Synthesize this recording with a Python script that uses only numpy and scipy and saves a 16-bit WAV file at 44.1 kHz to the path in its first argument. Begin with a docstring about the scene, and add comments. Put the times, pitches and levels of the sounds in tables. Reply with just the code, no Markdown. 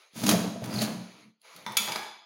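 """A bare, ringing room with a wooden table. A sheet-steel box is turned on it in two shoves:
the base judders, the panels boom, grit rasps and a corner squeaks. A hand then slides a
screwdriver off the table; it taps the wood and clacks against a small part, which rattles.
Heard in mono through a microphone whose noise suppressor closes in the pauses."""
import sys
import numpy as np
from scipy import signal
from scipy.fft import rfft, irfft
from scipy.io import wavfile
from scipy.ndimage import uniform_filter1d

SR = 44100
rng = np.random.default_rng(int(sys.argv[2]) if len(sys.argv) > 2 else 0)


def dump_mix(stems):
    """Bounce the given channels to the path in sys.argv[1] as a 16-bit WAV at rate SR."""
    frames = np.atleast_2d(stems).T  # one column per channel
    limited = np.clip(frames, -1, 1)  # hard clip at full scale
    pcm = np.round(limited * 32767).astype(np.int16)
    wavfile.write(sys.argv[1], SR, pcm)


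N = 99225

# box sliding (time [s], panel boom [dB], wood rub [dB])
BOX_SLIDE = [(.135, -75, -53.5), (.165, -41, -52), (.245, -26, -34.5), (.32, -20.5, -27),
             (.37, -32.5, -31.5), (.47, -32, -40), (.6, -48, -67.5), (.635, -38.5, -38), (.77, -27, -35.5),
             (.89, -34.5, -34), (.99, -35.5, -55.5), (1.1, -58, -61), (1.25, -52.5, -67),
             (1.31, -70.5, -87.5)]
# base catching and letting go (time [s], panel boom [dB], wood knock [dB])
BOX_JUDDERS = [(.156, -32.5, -52.5), (.186, -34.5, -43), (.2315, -18.5, -31), (.258, -50, -43),
               (.285, -16.5, -28), (.3155, -16, -28.5), (.339, -36, -24.5), (.366, -31, -33),
               (.393, -49, -39), (.443, -27.5, -30.5), (.477, -26, -39.5), (.557, -31, -35),
               (.618, -44.5, -34.5), (.672, -28, -47), (.816, -33.5, -29.5), (.868, -33, -41)]
# rubbed wood (frequency [Hz], relative level [dB])
WOOD_SPECTRUM = [(40, -25.5), (150, 4.5), (660, -1.5), (1000, -6.5), (2500, -13), (16000, -49.5)]
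# dragging and light contact (frequency [Hz], relative level [dB])
DRAG_SPECTRUM = [(100, -30), (450, 4.5), (1300, 4.5), (1700, -0.5), (2300, 5), (2900, -2), (3800, 0),
                 (16000, -14.5)]

SLIPS_PER_S, SLIP_SPREAD_DB = 900, 2.5
FLUTTER_DEPTH, FLUTTER_S = .6, .005  # loose contact makes a ring flutter


def amp(db):
    """Decibels to gain."""
    return 10 ** (np.asarray(db) / 20)


def unit(x):
    """Scale to unit energy."""
    return x / np.sqrt(np.sum(x ** 2) + 1e-18)


def envelope(rows, column=1):
    """Gain along one dB column of a timed table, silent outside it."""
    rows = np.array(rows)
    return amp(np.interp(np.arange(N) / SR, rows[:, 0], rows[:, column], left=-np.inf, right=-np.inf))


def wobble(count, time_s):
    """Smooth random motion, rms 1."""
    return unit(uniform_filter1d(rng.standard_normal(count), int(time_s * SR))) * np.sqrt(count)


def through(x, response):
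    """Convolve with an impulse response."""
    return signal.fftconvolve(x, response)[:N]


def colour(spectrum, size=2048):
    """Minimum-phase response with the given spectrum."""
    hz, db = np.array(spectrum).T
    gain = amp(np.interp(np.log(np.fft.rfftfreq(size, 1 / SR) + 1), np.log(hz), db))
    cepstrum = irfft(np.log(gain))
    cepstrum[1:size // 2] *= 2
    cepstrum[size // 2 + 1:] = 0
    return irfft(np.exp(rfft(cepstrum)))


def shaped(x, spectrum):
    """Filter by a spectrum at unit energy gain."""
    return through(x, unit(colour(spectrum)))


def ring(modes, flutter=0):
    """Body response: decaying modes, each with its own energy share and flutter."""
    t = np.arange(SR) / SR
    out = 0
    for k, (hz, db, t60_s) in enumerate(modes):
        mode = np.sin(2 * np.pi * hz * t) * np.exp(-np.log(1000) * t / t60_s)
        mode *= 1 + flutter * wobble(SR, FLUTTER_S)
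        out += (-1) ** k * amp(db) * unit(mode)
    return unit(out)


def grains(rate_per_s, spread_db):
    """Random tiny slips of uneven size, rms 1."""
    size = amp(spread_db * np.minimum(rng.exponential(size=N), 4))
    slips = rng.random(N) < rate_per_s / SR
    return unit(slips * size * rng.choice([-1, 1], N)) * np.sqrt(N)


def blows(rows, rms_window_s=.01):
    """Contacts (time [s], level [dB], decay [s]): dying chatter, or one impulse at zero decay."""
    out, t = np.zeros(N + SR), np.arange(SR // 10) / SR
    for start_s, db, decay_s in rows:
        push = unit(rng.standard_normal(len(t)) * np.exp(-t / decay_s)) if decay_s > 0 else t == 0
        i = int(start_s * SR)
        out[i:i + len(t)] += push * amp(db) * np.sqrt(rms_window_s * SR)
    return out[:N]


def impulses(rows, column=1):
    """One impulse per row of a timed table, sized by a dB column."""
    return blows([(row[0], row[column], 0) for row in rows])


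def strike(rows, modes, spectrum):
    """Hard contacts: a fluttering ring and a crack each."""
    rings = through(impulses(rows), ring(modes, FLUTTER_DEPTH))
    cracks = blows([(s, db, decay_s) for s, _, db, decay_s in rows])
    return rings + shaped(cracks, spectrum)


def room(delay_s=.002):
    """Diffuse echo whose bass and top die first."""
    # reverberation (frequency [Hz], t60 [s])
    decay = [(100, 0.61), (900, 0.84), (4000, 0.75), (10000, 0.63), (16000, 0.45)]
    decay_hz, decay_s = np.array(decay).T
    t = np.arange(SR) / SR
    noise, hz = rfft(rng.standard_normal(SR)), np.fft.rfftfreq(SR, 1 / SR)
    half_octave = np.round(2 * np.log2(np.maximum(hz, 64)))
    out = 0
    for band in np.unique(half_octave):
        t60_s = np.interp(band / 2, np.log2(decay_hz), decay_s)
        out += irfft(noise * (half_octave == band), SR) * np.exp(-np.log(1000) * t / t60_s)
    return unit(out * np.clip(t / delay_s - .5, 0, 1))


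def soft_friction():
    """A knock's faint tail, friction under the shoves, then screwdriver drag and table rumble."""
    # screwdriver dragged and handled (time [s], drag [dB], table rumble [dB])
    tool_slide = [(1.405, -70.5, -77.5), (1.45, -50.5, -87.5), (1.57, -48.5, -54.5), (1.65, -53, -60),
                  (1.69, -51.5, -47), (1.86, -39.5, -61), (1.89, -54, -38), (1.95, -36, -54.5),
                  (2.03, -50, -54.5), (2.08, -56, -62)]
    # fading tail of a knock at the start, then soft friction under the shoves (time [s], level [dB])
    tail_and_friction = [(0, -51), (.13, -59), (1.22, -53), (1.32, -64.5)]
    drag = rng.standard_normal(N) * (envelope(tool_slide) + envelope(tail_and_friction))
    rumble = grains(SLIPS_PER_S, SLIP_SPREAD_DB) * envelope(tool_slide, column=2)
    return shaped(drag, DRAG_SPECTRUM) + shaped(rumble, WOOD_SPECTRUM)


def handle_taps(crack_gain_db=-6, crack_decay_s=.0021):
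    """The handle hits the table: crack, thud and a hollow ring whose pitch depends on the spot."""
    # taps (time [s], ring [dB], thud [dB], pitch [ratio])
    taps = [(1.6642, -29.5, -42.5, 0.99), (1.801, -43, -42, 0.83), (1.877, -33.5, -63, .9),
            (1.885, -33, -51, .96), (1.9595, -40, -50, 0.76)]
    # hollow ring (frequency [Hz], relative level [dB], t60 [s])
    ring_modes = [(877, 0, 0.17), (930.5, 2, 0.11), (1005, -1, .1), (1294, -1.5, 0.028),
                  (2130, 2.5, 0.0083), (3580, -1, 0.025), (5500, -7.5, 0.011)]
    # thud (frequency [Hz], relative level [dB], t60 [s])
    thud_modes = [(212.6, 0, 0.18)]
    rings = 0
    for start_s, db, _, ratio in taps:
        modes = [(hz * ratio, share_db, t60_s) for hz, share_db, t60_s in ring_modes]
        rings += through(blows([(start_s, db, 0)]), ring(modes, FLUTTER_DEPTH))
    thuds = through(impulses(taps, column=2), ring(thud_modes))
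    cracks = blows([(s, db + crack_gain_db, crack_decay_s) for s, db, _, _ in taps])
    return rings + thuds + shaped(cracks, DRAG_SPECTRUM)


def tool_clacks():
    """The screwdriver ticks and hits a small part, which rattles to rest with its own ring."""
    # first touch and full blow (time [s], ring [dB], crack [dB], crack decay [s])
    clacks = [(1.7695, -39.5, -21, 0.00042), (1.7715, -17, -14.5, 0.0038)]
    # screwdriver (frequency [Hz], relative level [dB], t60 [s])
    tool_modes = [(1360, -7.5, 0.1), (2307, 4.5, 0.09), (2580, -1, 0.24), (3100, -8, 0.69),
                  (3314, 3, 0.058), (3470, 5, 0.11), (4070, 0.5, 0.11), (4070, -0.5, 0.22),
                  (4900, -7, .0083), (5880, 3.5, 0.013), (6700, 4, 0.025)]
    # bounces of the part (time [s], ring [dB], crack [dB], crack decay [s])
    rattles = [(1.92, -31, -29, 0.007), (1.9585, -29.5, -28.5, 0.0052), (1.972, -61, -42, 0.0015)]
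    # small part (frequency [Hz], relative level [dB], t60 [s])
    part_modes = [(800, -25, 0.57), (1351, -15, 0.74), (1663.5, -1.5, 0.44), (2275, 3, 0.22),
                  (3470, -2, 0.92), (4965, 5, 0.037)]
    # light ticks of the shaft (time [s], level [dB], decay [s])
    ticks = [(1.4163, -54.5, .003), (1.563, -44.5, 0.004), (1.72, -41.5, 0.0086)]
    # hard contact (frequency [Hz], relative level [dB])
    tick_spectrum = [(300, -34), (1300, -2), (1750, -24.5), (2400, -1), (4200, 5), (7000, -0.5),
                     (11000, 2.5), (16000, 1)]
    tool = strike(clacks, tool_modes, tick_spectrum)
    part = strike(rattles, part_modes, DRAG_SPECTRUM)
    return tool + part + shaped(blows(ticks), tick_spectrum)


def corner_squeaks(waver_depth=.045, waver_s=.0006):
    """A steel corner sticks and slips in brief wavering tones."""
    # squeaks (time [s], pitch [Hz], level [dB], length [s])
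    squeaks = [(.695, 4850, -43, .1), (.756, 4300, -36, .011), (.786, 4320, -29.5, .013),
               (.804, 4950, -34, .012), (.809, 4310, -33, .014)]
    out, t = np.zeros(N), np.arange(N) / SR
    for start_s, hz, db, length_s in squeaks:
        pitch_hz = hz * (1 + waver_depth * wobble(N, waver_s))
        swell = np.sin(np.pi * np.clip((t - start_s) / length_s, 0, 1))
        out += amp(db) * swell * np.sqrt(2) * np.sin(2 * np.pi * np.cumsum(pitch_hz) / SR)
    return out


def base_scrape():
    """The base rubs and knocks on the wood; grit crunches and a corner squeaks."""
    # hollow knock on the boards (frequency [Hz], relative level [dB], t60 [s])
    knock_modes = [(464, 4, 0.02), (621, 5, 0.053), (681, 5, 0.058), (812, -4, 0.0087)]
    # grit under the steel edge (time [s], level [dB])
    grit_levels = [(.12, -69), (.165, -39.5), (.261, -34), (.266, -21.5), (.3, -26.5), (.33, -28),
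                   (.36, -38), (.58, -64.5), (.64, -45.5), (.69, -46), (.81, -33), (.82, -23.5),
                   (.842, -33), (.88, -50), (1.05, -63.5), (1.24, -70.5), (1.36, -84)]
    # snaps of grit and small contacts (time [s], level [dB], decay [s])
    snaps = [(.237, -27.5, 0.01), (.2655, -29, 0.01), (.2905, -13.5, 0.01), (.312, -20.5, 0.0077),
             (.6405, -38.5, .007), (.659, -44, 0.0025), (.659, -45.5, 0.004), (.74, -36, 0.011),
             (.8148, -30, 0.025)]
    # rasp of grit (frequency [Hz], relative level [dB])
    rasp_spectrum = [(100, -38.5), (500, -13.5), (1200, -4.5), (2400, -1), (4800, 2), (7000, -1),
                     (16000, -6)]
    rub = grains(SLIPS_PER_S, SLIP_SPREAD_DB) * envelope(BOX_SLIDE, column=2)
    knocks = through(impulses(BOX_JUDDERS, column=2), ring(knock_modes))
    grit = grains(rate_per_s=4600, spread_db=3.5) * envelope(grit_levels) + blows(snaps)
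    squeaks = corner_squeaks() + corner_squeaks()  # two layers, wavering independently
    return knocks + squeaks + shaped(rub, WOOD_SPECTRUM) + shaped(grit, rasp_spectrum)


def panel_boom():
    """Slips and judders of the base drive the steel panels; the table thuds."""
    # steel box (frequency [Hz], relative level [dB], t60 [s])
    box_modes = [(124, -12, .16), (183, -3, .4), (200, -5, .08), (220, 1, .42), (250, -9, .18),
                 (303, -5, .5), (803, -17, .3), (965, -20, .3)]
    # thuds as the shoves take hold (time [s], level [dB])
    thuds = [(.232, -39), (0.622, -29.5), (0.743, -30), (.775, -31)]
    # table top (frequency [Hz], relative level [dB], t60 [s])
    table_modes = [(121.2, 0, 0.21)]
    slips = grains(SLIPS_PER_S, SLIP_SPREAD_DB) * envelope(BOX_SLIDE)
    boom = through(slips + impulses(BOX_JUDDERS), ring(box_modes))
    return boom + through(impulses(thuds), ring(table_modes))


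def scene():
    """All sources plus room echo, the same in both channels."""
    # (signal, room send [dB])
    sources = [(panel_boom(), -21.5), (base_scrape() + soft_friction(), -7),
               (tool_clacks(), -3.5), (handle_taps(), 1)]
    direct = sum(x for x, _ in sources)
    send = sum(x * amp(send_db) for x, send_db in sources)
    mono = direct + through(send, room())
    return np.array([mono, mono])


def suppress(x, size=512, slope=.87):
    """Noise suppressor: each band is turned down while under its threshold."""
    # threshold (frequency [Hz], power density [dB re 1/Hz])
    gate = [(200, -86.5), (800, -82.5), (3000, -94.5), (12000, -102)]
    gate_hz, gate_db = np.array(gate).T
    hz, _, bins = signal.stft(x, SR, nperseg=size, scaling="psd")
    power = uniform_filter1d(2 * np.abs(bins) ** 2, size=5, axis=0)
    power = uniform_filter1d(power, size=7, axis=1)
    threshold = amp(np.interp(np.log(hz + 1), np.log(gate_hz), gate_db))
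    gain = np.minimum(np.sqrt(np.abs(power)) / threshold[:, None], 1) ** slope
    return signal.istft(bins * gain, SR, nperseg=size, scaling="psd")[1][:N]


def record(dry):
    """Microphone colour, noise suppression and a steep top cut."""
    # microphone response (frequency [Hz], gain [dB])
    mic = [(40, -18.5), (70, -11), (110, -2), (4800, -4), (5600, -7), (6500, -1), (7900, -12), (9200, -6.5),
           (10900, -0.5), (12000, -7.5), (13600, -10.5), (14800, -3), (16000, -5)]
    top_hz = 15850
    gated = np.array([suppress(through(channel, colour(mic))) for channel in dry])
    return signal.sosfilt(signal.ellip(10, .2, 80, top_hz, fs=SR, output="sos"), gated)


dry = scene()
out = record(dry)
dump_mix(out)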